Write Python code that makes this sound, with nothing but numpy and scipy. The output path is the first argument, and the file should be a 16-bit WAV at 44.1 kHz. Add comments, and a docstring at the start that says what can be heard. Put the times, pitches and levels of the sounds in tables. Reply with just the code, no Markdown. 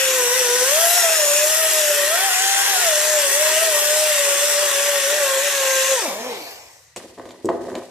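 """Die grinder on cast iron

An air die grinder with an abrasive disc scrubs an engine block in a garage, heard by two close ports.
The rotor whines as sines at multiples of its speed and sags under load; exhaust hiss and scraping
are shaped noise. The trigger is let go: the rotor slows, briefly speeds up, then runs down. The tool is
laid on a wooden bench: knocks ring decaying wood and steel modes, small bumps rattle, noise rustles."""
import sys
import numpy as np
from scipy import signal
from scipy.io import wavfile
from scipy.ndimage import uniform_filter1d

SR = 44100
rng = np.random.default_rng(int(sys.argv[2]) if len(sys.argv) > 2 else 0)


def to_wav(sig):
    """Store sig (one row per channel, or 1-D mono) as 16-bit WAV at the path in sys.argv[1].

    Samples outside -1..1 are clipped; the rate is SR.
    """
    pcm = np.clip(np.atleast_2d(sig), -1, 1) * 32767
    pcm = np.round(pcm).astype(np.int16)
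    wavfile.write(sys.argv[1], SR, pcm.T)  # frames by channels


N = 348390  # samples
SIZE, HOP = 1024, 256  # spectral frame and step in samples

# The rotor under air pressure, slowed as the disc is pressed on, at chosen moments joined by half cosines.
# Each row: time in seconds, speed in Hz.
ROTOR_SPEED = [(0, 530), (.1, 521.5), (.28, 486), (.38, 513.7), (.48, 483.6), (.6, 500), (.86, 680),
               (.96, 706), (1.11, 648.4), (1.28, 577.6), (1.61, 638), (2.03, 577), (2.26, 785), (2.32, 727),
               (2.48, 780), (2.69, 799), (2.79, 722), (2.96, 598), (3.1, 614), (3.31, 551), (3.44, 615),
               (3.53, 623), (3.64, 653), (3.77, 586), (4.03, 614), (4.25, 567.5), (4.38, 566.5),
               (4.49, 589), (4.55, 573), (4.62, 590), (4.73, 558.3), (4.89, 575), (5.04, 551.3),
               (5.17, 593.6), (5.3, 537.4), (5.38, 538), (5.46, 571.6), (5.68, 533.2), (5.8, 527.6),
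               (5.9, 536)]
# After the trigger is let go: the rotor slows, briefly speeds up, then runs down.
# Each row: time in seconds, speed in Hz, levels of orders 1, 2, 3 and 4 in dB.
AFTER_TRIGGER = [(5.92, 536.5, -17, -36, -34, -42), (5.956, 520, -22.5, -29, -33, -44),
                 (5.996, 458.4, -31, -32, -35, -42), (6.012, 429, -42, -34, -38, -45),
                 (6.028, 384.6, -35, -35, -40, -38), (6.056, 316.3, -35, -33, -29, -46),
                 (6.084, 253, -33, -33, -33, -44), (6.102, 206.6, -43, -52, -39, -40),
                 (6.114, 177.7, -46, -44, -31, -45), (6.16, 203, -45, -41, -33, -46),
                 (6.22, 236.7, -44, -40, -44, -45), (6.276, 258.5, -38, -32, -37, -36),
                 (6.306, 238.7, -41, -32.5, -44, -45), (6.35, 203.2, -52, -36, -47, -51),
                 (6.41, 161.7, -63, -44, -46, -50), (6.5, 116.4, -75, -68, -52, -55)]
# Ringing modes of the wooden bench top. 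Each row: frequency in Hz, level in dB, t60 in seconds.
BENCH_MODES = [(111, -13.5, 0.19), (180, -12, .12), (255, -2, 0.15), (323, 2.5, 0.068), (374, 12, 0.032),
               (504, 7.5, 0.025), (530, 4.5, 0.081), (576, -0.5, 0.045), (673, 7.5, 0.029),
               (848, -4.5, 0.044), (990, 8.5, 0.016), (1230, -3, .02), (1506, -5, 0.022), (1860, 6, 0.0093)]
# How alike the two ports hear a noise. Each row: frequency in Hz, likeness from 0 to 1.
LIKENESS = [(100, 0.9), (400, 0.68), (700, 0.78), (1200, 0.72), (2000, 0.62), (3000, 0.55), (4500, 0.3),
            (6000, 0.5), (8000, 0.5), (10000, 0.35), (14000, .3)]


def gain_of(db):
    """Amplitude factor of a level in dB."""
    return 10 ** (np.asarray(db) / 20)


def evened(x):
    """Scales a signal to rms 1."""
    return x / np.sqrt(np.mean(x ** 2) + 1e-20)


def read(points, hz):
    """Value of a spectrum table on a log-frequency axis."""
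    f, value = np.transpose(points)
    return np.interp(np.log(hz + 1), np.log(f + 1), value)


def follow(rows, t):
    """Columns of a curve table at times t, joined by straight lines."""
    s, *columns = np.transpose(rows)
    return [np.interp(t, s, c) for c in columns]


def eased(rows, t):
    """Columns of a curve table at times t, joined by half cosines."""
    index = np.arange(len(rows))
    s, *columns = np.transpose(rows)
    place = np.interp(t, s, index)
    whole = np.floor(place)
    smooth = whole + (1 - np.cos(np.pi * (place - whole))) / 2
    return [np.interp(smooth, index, c) for c in columns]


def wander(seconds):
    """Smooth random drift of rms 1 on this time scale."""
    span = max(round(seconds * SR), 1)
    once = uniform_filter1d(rng.standard_normal(N), span)
    return evened(uniform_filter1d(once, span))


def wander_field(frames, bins, frame_span, bin_span):
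    """Random field (bins x frames) of rms 1, smoothed over neighbouring frames and bins."""
    field = uniform_filter1d(rng.standard_normal((frames, bins)), frame_span, 0)
    return evened(uniform_filter1d(field, bin_span, 1)).T


def resonance(hz, centre_hz, width_hz):
    """Bell of height 1 over frequency, down to half at half its width either side."""
    return 1 / (1 + (2 * (hz - centre_hz) / width_hz) ** 2)


def moments(rows, t):
    """Sum of brief swells or dips in dB; each row: time in seconds, dB, half width in seconds."""
    return sum(db * np.exp(-((t - s) / half_s) ** 2) for s, db, half_s in rows)


def band_passed(x, low_hz, high_hz):
    """Keeps one band of a noise."""
    return signal.lfilter(*signal.butter(2, [low_hz, high_hz], "band", fs=SR), x)


def in_band(db, hz, lo_hz, hi_hz):
    """Scales each frame so that the band holds unit power."""
    inside = (hz > lo_hz) & (hz < hi_hz)
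    return db - 10 * np.log10((gain_of(db) ** 2 * inside).sum(0))


def port_noise(db, lag_s):
    """Noise with the dB field (bins x frames); the ports share part of it, with a lag and phase between."""
    # Each row: frequency in Hz, phase by which the left port leads in radians.
    port_phase = [(0, 0), (1800, -.3), (2150, .5), (2600, -.9), (3200, -.2), (6300, -1.3), (6900, -2.9),
                  (7700, -.8), (8600, .8), (9900, 6.7), (10700, 4.8), (14500, 3.5)]
    # Each row: frequency in Hz, left minus right level in dB.
    port_balance = [(60, 1.5), (240, -1.5), (930, -0.5), (3640, 2), (14300, 3.5)]
    hz = np.fft.rfftfreq(SIZE, 1 / SR)[:, None]
    a, b, c, d = rng.standard_normal((db.shape[1], len(hz), 4)).T
    right, apart = a + 1j * b, c + 1j * d
    like = np.clip(read(LIKENESS, hz), 0, 1)
    half = gain_of(read(port_balance, hz) / 2)
    turn = np.exp(1j * (read(port_phase, hz) - 2 * np.pi * hz * lag_s))
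    left = like * turn * right + np.sqrt(1 - like ** 2) * apart
    z = np.array([left * half, right / half]) * gain_of(db)
    noise = signal.istft(z, nperseg=SIZE, noverlap=SIZE - HOP)[1][:, :N]
    return noise * 1.165  # makes up most of the level lost where frames overlap


def garage(x):
    """Reverberation: sparse taps of random sign, one in every 20 samples, each band dying at its own speed."""
    # Decay of the room. Each row: frequency in Hz, t60 in seconds.
    room_decay = [(100, 0.74), (300, 0.74), (800, 0.61), (2000, 0.54), (6000, 0.16), (12000, 0.17)]
    taps = np.zeros((2, SR))
    at = np.arange(200, SR - 20, 20) + rng.integers(0, 20, (2, (SR - 201) // 20))
    np.put_along_axis(taps, at, rng.choice([-1., 1.], at.shape), 1)
    hz, t, z = signal.stft(taps, SR, nperseg=512)
    like = np.clip(read(LIKENESS, hz), 0, 1)[:, None]  # close ports share the bass
    z = np.array([z[0], like * z[0] + np.sqrt(1 - like ** 2) * z[1]])
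    decay = gain_of(-60 * t / read(room_decay, hz)[:, None])
    tail = signal.istft(z * decay, SR, nperseg=512)[1]
    tail = tail / np.linalg.norm(tail[0])
    return signal.fftconvolve(x[None], tail, axes=1)[:, :N]


def stillness():
    """The still garage: noise with a steady spectrum, a low hum under faint hiss."""
    # Each row: frequency in Hz, density in dB per Hz.
    quiet_spectrum = [(15, -36), (25, -12), (114, -2), (138, -7.5), (175, -40), (508, -29), (1400, -19),
                      (1800, -15), (1930, -6), (2100, -14), (3400, -20), (4100, -14.5), (9700, -28),
                      (14600, -31)]
    hz = np.fft.rfftfreq(SIZE, 1 / SR)[:, None]
    steady_db = read(quiet_spectrum, hz) * np.ones(N // HOP + 5)
    return gain_of(-57) * evened(port_noise(steady_db, 0))


def bench(weights):
    """Ring of the wooden top, each mode scaled by how the blow reaches it; neighbours swing opposite ways."""
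    t = np.arange(SR // 3) / SR
    ring = np.zeros(len(t))
    for k, (weight, (hz, db, t60)) in enumerate(zip(weights, BENCH_MODES)):
        ring += (-1) ** k * weight * gain_of(db - 60 * t / t60) * np.sin(2 * np.pi * hz * t)
    ring = ring * (1 - np.exp(-t / 0.00075))  # the blow takes a moment to land
    return ring / abs(ring).max()


def rattle():
    """The tool settling: many small soft bumps ring the bench, with noise for the rustle of glove and hose."""
    # Each row: time in seconds, level of the bumps in dB, level of the rustle in dB.
    settling = [(6.97, -33, -37), (7.02, -41, -47.5), (7.152, -57, -54), (7.306, -44, -51.5),
                (7.345, -46, -57), (7.43, -50, -58), (7.502, -38, -51), (7.626, -37, -51.5),
                (7.78, -31.5, -46.5), (7.9, -46, -51)]
    t = np.arange(N) / SR
    bumps_db, rustle_db = follow(settling, t)
    sizes = gain_of(2.7 * np.minimum(rng.exponential(1, N), 4))
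    struck = rng.random(N) < 300 / SR  # about 300 bumps a second
    bumps = sizes * struck * rng.choice([-1., 1.], N)
    soft_ring = signal.fftconvolve(bench(np.ones(len(BENCH_MODES))), np.hanning(12))
    rumble = evened(signal.fftconvolve(bumps, soft_ring)[:N])
    rustle = band_passed(rng.standard_normal((2, N)), 2000, 9400)
    rustle = evened(rustle * gain_of(2.5 * wander(.012)))  # the rustle comes and goes
    mix = gain_of(bumps_db) * rumble + gain_of(rustle_db) * rustle
    return mix * (t > settling[0][0])


def knocks():
    """Each blow on the bench rings the modes near its region, with a crack of wood and a click of metal."""
    # Each row: start in seconds, thud in dB, pitch region struck in Hz, its width in octaves,
    # crack in dB, metal click in dB.
    blows = [(6.961, -25.5, 690, 1.1, -30, -32), (6.965, -30, 700, 0.98, -34, -33),
             (7.04, -34, 500, 1, -50, -50), (7.177, -29, 500, 2.9, -50, -57),
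             (7.184, -28, 600, 4, -48, -58), (7.196, -26, 1200, 2, -48, -56),
             (7.215, -36, 1400, .8, -50, -58), (7.235, -34, 500, 1, -55, -60),
             (7.254, -29, 500, 3.5, -40, -50), (7.29, -38, 450, 0.78, -40, -50),
             (7.306, -33, 700, 0.91, -37, -51), (7.446, -14.5, 360, 0.15, -52, -44),
             (7.455, -13, 338, 0.56, -52, -31.5), (7.468, -15.5, 354, 0.59, -62, -55),
             (7.488, -9.5, 980, 1.06, -30, -46), (7.494, -18, 550, 0.92, -45, -53),
             (7.5, -12.5, 555, 1.3, -46, -48), (7.514, -20, 600, 0.63, -57, -58),
             (7.536, -19, 450, 0.69, -57, -60), (7.548, -24, 600, 0.61, -50, -60),
             (7.64, -25, 392, 0.99, -44, -60), (7.668, -24, 600, 0.92, -46, -60),
             (7.7, -31, 1400, 0.5, -44, -58), (7.727, -22, 400, 0.93, -55, -60),
             (7.752, -21, 685, 0.5, -28, -38), (7.773, -32, 470, 0.49, -51, -56)]
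    # Ringing modes of the tool's steel body. Each row: frequency in Hz, level in dB, t60 in seconds.
    steel_modes = [(2380, -14, 0.025), (2940, -12, .03), (4070, -13, 0.053), (4760, -8, .03),
                   (6700, 9.5, 0.025), (7320, 7, 0.037), (8010, 10.5, 0.019), (8540, 1, .025),
                   (11400, -12, 0.023), (13500, -8, .03)]
    out, t = np.zeros(N + SR), np.arange(SR // 3) / SR
    noise = rng.standard_normal((len(blows), 2, len(t)))
    modes_hz = np.transpose(BENCH_MODES)[0]
    steel = np.array([gain_of(db - 60 * t / t60) * np.sin(2 * np.pi * hz * t) for hz, db, t60 in steel_modes])
    # a blow reaches the steel modes unevenly, by 3 dB rms
    reach = gain_of(-3 + 3 * rng.standard_normal((len(blows), len(steel_modes)))) / 2
    rise = 1 - np.exp(-t / 0.00092)
    for row, (wood_noise, metal_noise), ring in zip(blows, noise, reach @ steel):
        s, thud_db, hz, octaves, crack_db, click_db = row
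        thud = bench(np.exp(-(np.log2(modes_hz / hz) / octaves) ** 2))
        crack = evened(band_passed(wood_noise, 1500, 4200)) * np.exp(-t / 0.0043)
        click = evened(band_passed(metal_noise, 4500, 10000)) * np.exp(-t / 0.0032)
        sharp = gain_of(crack_db) * crack + gain_of(click_db) * (click + ring)
        at = round(s * SR)
        out[at:at + len(t)] += gain_of(thud_db) * thud + rise * sharp
    return out[:N]


def casting_rings(hz, t):
    """Resonances of the iron block in dB, which swell and shrink slightly at random."""
    # Resonances and the dips between them. Each row: frequency in Hz, width in Hz, height in dB.
    casting = [(940, 85, 2), (1884, 120, 7.5), (1200, 185, -3.5), (2200, 190, -2.5), (2710, 530, 6),
               (3430, 410, 4)]
    swells = 1 + .08 * wander_field(len(t), len(casting), 25, 1)
    return sum(db * swell * resonance(hz, f, width) for (f, width, db), swell in zip(casting, swells))


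def hiss_colour(hz, t):
    """Spectrum of air and scraping in dB, ringing the casting and combed by the echo off its face."""
    # Under air pressure. Each row: frequency in Hz, density in dB per Hz.
    driven_spectrum = [(110, -66), (180, -28.5), (318, -27.5), (404, -1.5), (495, -13.5), (573, -6),
                       (756, -8.5), (1090, -4), (1220, -6.5), (1610, -2.5), (3480, -7), (4100, -5.5),
                       (7810, -4), (13300, -11), (14600, -22.5)]
    # With the air shut off. Each row: frequency in Hz, density in dB per Hz.
    released_spectrum = [(24, -69), (40, -39.5), (155, -26), (237, -22), (439, -6.5), (484, -2.5),
                         (990, -2), (1370, -14), (1930, -10), (2450, -8), (3300, -13.5), (4400, -12),
                         (7140, -18.5), (9840, -24), (12900, -21), (14600, -31)]
    # A broad bump or hollow in the hiss shifts in pitch.
    # Each row: time in seconds, centre in Hz, height in dB.
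    shifting_bump = [(0, 6960, -3), (.3, 5750, 7.5), (.65, 5600, 3.5), (.95, 6900, 0), (1.4, 6940, 4),
                     (1.55, 5500, 2), (1.85, 7220, -1), (2.7, 7610, -1.5), (3.1, 6595, 6),
                     (3.35, 8450, 1.5), (5.2, 8700, -2), (5.5, 6500, 5), (5.95, 6360, 4), (6.25, 4370, -7),
                     (6.42, 4405, 11), (6.6, 4380, 1)]
    # Steady dips and bumps in the treble. Each row: frequency in Hz, width in Hz, height in dB.
    hiss_bumps = [(4980, 570, -4), (9720, 780, -4.5), (11400, 1300, -1)]
    # Echo off the block's face. Each row: time in seconds, strength from 0 to 1.
    face_echo = [(0, 0.07), (2, 0.15), (3, 0.08), (4.5, 0.1)]
    echo_s = 0.566 / 1000  # extra path by way of the face
    # bass grows as the rotor is slowed: full below 280 Hz, none above 380 Hz
    load_bass = -51 * np.log2(eased(ROTOR_SPEED, t)[0] / 600) * np.clip((380 - hz) / 100, 0, 1)
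    rings = casting_rings(hz, t) + load_bass
    released_hz = follow(AFTER_TRIGGER, t)[0]
    # pressure falls with the lowest speed reached so far
    driven = np.clip((np.minimum.accumulate(released_hz) - 250) / 230, 0, 1)
    db = driven * (read(driven_spectrum, hz) + rings) + (1 - driven) * read(released_spectrum, hz)
    centre_hz, height_db = follow(shifting_bump, t)
    db = db + height_db * resonance(hz, centre_hz, 800)
    db = db + sum(bump_db * resonance(hz, f, width) for f, width, bump_db in hiss_bumps)
    strength = np.clip(follow(face_echo, t)[0], 0, .8)
    return db + 20 * np.log10(abs(1 + strength * np.exp(-2j * np.pi * hz * echo_s)))


def hiss():
    """Exhaust air and the disc's scraping: noise levelled in three bands, uneven in time and pitch."""
    # Under pressure. Each row: time in seconds, level of the exhaust in dB, level of the top treble in dB.
    air_levels = [(0, -22, -32), (.33, -23, -30), (.55, -22.5, -31), (.71, -20.5, -28.5), (.86, -20.5, -25),
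                  (1.05, -20, -28), (1.37, -20.5, -29), (1.63, -22.5, -26.5), (1.85, -22, -31),
                  (2.05, -24.5, -30.5), (2.45, -21.5, -32), (2.93, -22, -30.5), (3.16, -22, -32.5),
                  (3.3, -22, -29), (3.65, -22, -30.5), (4.47, -22, -31), (4.9, -24.5, -34),
                  (5.51, -24.5, -35), (5.9, -22.5, -34.5)]
    # Fall after the trigger. Each row: time in seconds, change of exhaust, top treble and scraping in dB.
    shut_off = [(5.92, 1, 5, 6.5), (6.03, -3, 1.5, 2), (6.16, -15, -8, -6), (6.34, -17, -11, -4),
                (6.52, -22, -10.5, -11), (6.62, -26, -22, -18.5), (6.8, -30.5, -26, -28),
                (6.92, -35, -36, -36)]
    # The tool moves sideways, at chosen moments joined by half cosines.
    # Each row: time in seconds, ms by which the left port hears it later.
    sideways = [(0, -0.079), (.3, 0.033), (.5, 0.0069), (.75, 0.024), (1.05, -0.057), (1.37, -0.076),
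                (1.56, 0.027), (1.85, -0.037), (2.5, 0.086), (3.12, -0.013), (3.37, 0.035), (3.62, -0.0017),
                (3.85, 0.042), (4, -0.0028), (4.37, 0.02), (4.87, -0.0057), (5.8, -0.035), (6.4, 0.12)]
    hz, t = np.fft.rfftfreq(SIZE, 1 / SR)[:, None], np.arange(N // HOP + 5) * HOP / SR
    air_db, top_db = follow(air_levels, t)
    air_fall, top_fall, scrape_fall = follow(shut_off, t)
    # scraping grows 3 dB per octave of speed
    scrape_db = -30.5 + 3 * np.log2(eased(ROTOR_SPEED, t)[0] / 600)

    colour = hiss_colour(hz, t)
    low, high = np.clip((5200 - hz) / 800, 0, 1), np.clip((hz - 9000) / 1500, 0, 1)
    scrape = in_band(colour, hz, 1300, 4500) + scrape_db + scrape_fall
    exhaust = in_band(colour, hz, 5000, 9500) + air_db + air_fall
    top = in_band(colour, hz, 10000, 14000) + top_db + top_fall
    db = low * scrape + (1 - low - high) * exhaust + high * top

    patches = wander_field(len(t), len(hz), 14, 10)
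    flicker = wander_field(len(t), len(hz), 1, 150)  # quick random flicker over wide bands
    streaks = wander_field(len(t), len(hz), 18, 2)  # narrow bands of hiss come and go
    db = db + 1.1 * patches + 0.63 * flicker + 2.2 * streaks
    db = db - 200 * np.maximum(t - shut_off[-1][0], 0)  # dies at 200 dB a second at the end
    rasp = gain_of(0.68 * wander(0.0021))  # quick uneven bite of the grit
    return rasp * port_noise(db, eased(sideways, t)[0] / 1000)


def driven_orders(hz, t):
    """Levels in dB of orders 1 to 4 under pressure, set by how tool and block radiate each pitch."""
    # Order 1. Each row: pitch in Hz, level in dB.
    first_order = [(480, -24.5), (540, -25), (580, -22.5), (620, -25), (660, -21), (710, -26), (750, -28),
                   (800, -28.5)]
    # Orders 2 and 3. Each row: pitch in Hz, level in dB.
    overtones = [(900, -41), (980, -30.5), (1030, -35.5), (1080, -36), (1150, -39.5), (1210, -48),
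                 (1270, -38), (1350, -31), (1450, -34), (1600, -33.5), (1750, -45), (1900, -40),
                 (2100, -92)]
    # Order 4. Each row: pitch in Hz, level in dB.
    fourth_order = [(2400, -48), (2800, -45), (3100, -36)]
    # Order 1 dips briefly. Each row: time in seconds, depth in dB.
    dips = [(1.16, -5), (1.49, -5.5), (1.56, -10), (1.7, -20), (2.19, -8), (2.33, -10), (2.65, -26),
            (2.79, -10), (3.3, -17), (4.155, -2), (4.465, -1), (4.721, -10), (5.02, -9), (5.43, -4),
            (5.52, -7), (5.87, -11)]
    # Orders 2 and 3 sink or swell for a while. Each row: time in seconds, dB, half width in seconds.
    overtone_fades = [(.04, -13, 0.09), (.39, -8, 0.036), (.7, 5, .06), (2.8, 3, .08), (3.8, 4, 0.17),
                      (5.3, 4, 0.07), (5.45, -3, 0.04), (5.8, 2.5, 0.15)]
    dips_db = moments([(s, db, 0.019) for s, db in dips], t)
    fades_db = moments(overtone_fades, t)
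    first_db = read(first_order, hz) + dips_db + 1.8 * wander(0.018)  # random flutter
    middle_db = [read(overtones, k * hz) + fades_db for k in (2, 3)]
    return [first_db] + middle_db + [read(fourth_order, 4 * hz)]


def whine():
    """Orders of the rotor's unbalance: sines at multiples of a slightly wobbling speed, wavering in level."""
    # Weaker orders: quarter orders, perhaps from a shaft geared down four to one, and halves.
    # Each row: multiple of the speed, level relative to order 1 in dB.
    minor_orders = [(.75, -26), (1.249, -33), (1.5, -28), (2.5, -21.5), (3.75, -38), (5.5, -41)]
    t = np.arange(N) / SR
    driven = t < AFTER_TRIGGER[0][0]
    released_hz, *released_db = follow(AFTER_TRIGGER, t)
    hz = uniform_filter1d(np.where(driven, eased(ROTOR_SPEED, t)[0], released_hz), size=400)
    pairs = zip(driven_orders(hz, t), released_db)
    orders_db = [uniform_filter1d(np.where(driven, a, b), size=400) for a, b in pairs]
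    # loose vanes chatter once the trigger is let go
    chatter_db = 3.5 * uniform_filter1d(1. - driven, size=2000)
    orders_db = [db - chatter_db / 2 + chatter_db * wander(.007) for db in orders_db]

    turns = np.cumsum(hz * (1 + 0.0027 * wander(0.011))) / SR
    first_gain = gain_of(orders_db[0])
    tone = first_gain * np.sin(2 * np.pi * turns)
    for k, db in enumerate(orders_db[1:], start=2):
        waver_db = 2.2 * wander(.035)
        blur = .25 * wander(0.015)  # phase wander in radians
        tone = tone + gain_of(db + waver_db) * np.sin(2 * np.pi * k * turns + blur)
    for k, db in minor_orders:
        tone = tone + first_gain * gain_of(db) * np.sin(2 * np.pi * (k * turns + rng.random()))
    fade_out = np.clip((AFTER_TRIGGER[-1][0] - t) / .05, 0, 1)
    return np.sqrt(2) * tone * fade_out  # root 2 makes the order levels rms


def scene():
    """Tone and knocks reach the ports directly and by way of the garage; the other layers add to them."""
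    tone, blows = whine(), knocks()
    ports = np.array([np.roll(tone, 3), tone])  # the left port is a little farther from the tool
    near = ports * gain_of([[.4], [-.4]]) + blows * gain_of([[.2], [-.2]])
    far = garage(gain_of(-16) * tone + gain_of(-8) * blows)
    return near + far + hiss() + rattle() + stillness()


def record(dry):
    """The bass is thinned when the treble is loud, by a randomly varied corner; a low-pass limits the band."""
    hz, t, z = signal.stft(dry, SR, nperseg=2048, noverlap=1536, boundary="even")
    treble_power = (abs(z[:, hz > 2000]) ** 2).sum(1).mean(0)
    treble_db = uniform_filter1d(10 * np.log10(treble_power + 1e-12), 5)
    variation = evened(uniform_filter1d(rng.standard_normal(len(t)), size=7))
    corner_hz = np.interp(treble_db, [-42, -30, -25], [50, 80, 300]) * np.exp(.2 * variation)
    low_cut = 1 / np.sqrt(1 + (corner_hz / (hz[:, None] + 1)) ** 18)
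    low_cut = np.maximum(low_cut, gain_of(-17.0))  # takes away 17 dB at most
    passed = signal.istft(z * low_cut, SR, nperseg=2048, noverlap=1536)[1][:, :N]
    band_limit = signal.firwin(511, 14650, window=("kaiser", 9), fs=SR)
    return signal.oaconvolve(passed, band_limit[None], "same")


dry = scene()
out = record(dry)
to_wav(out)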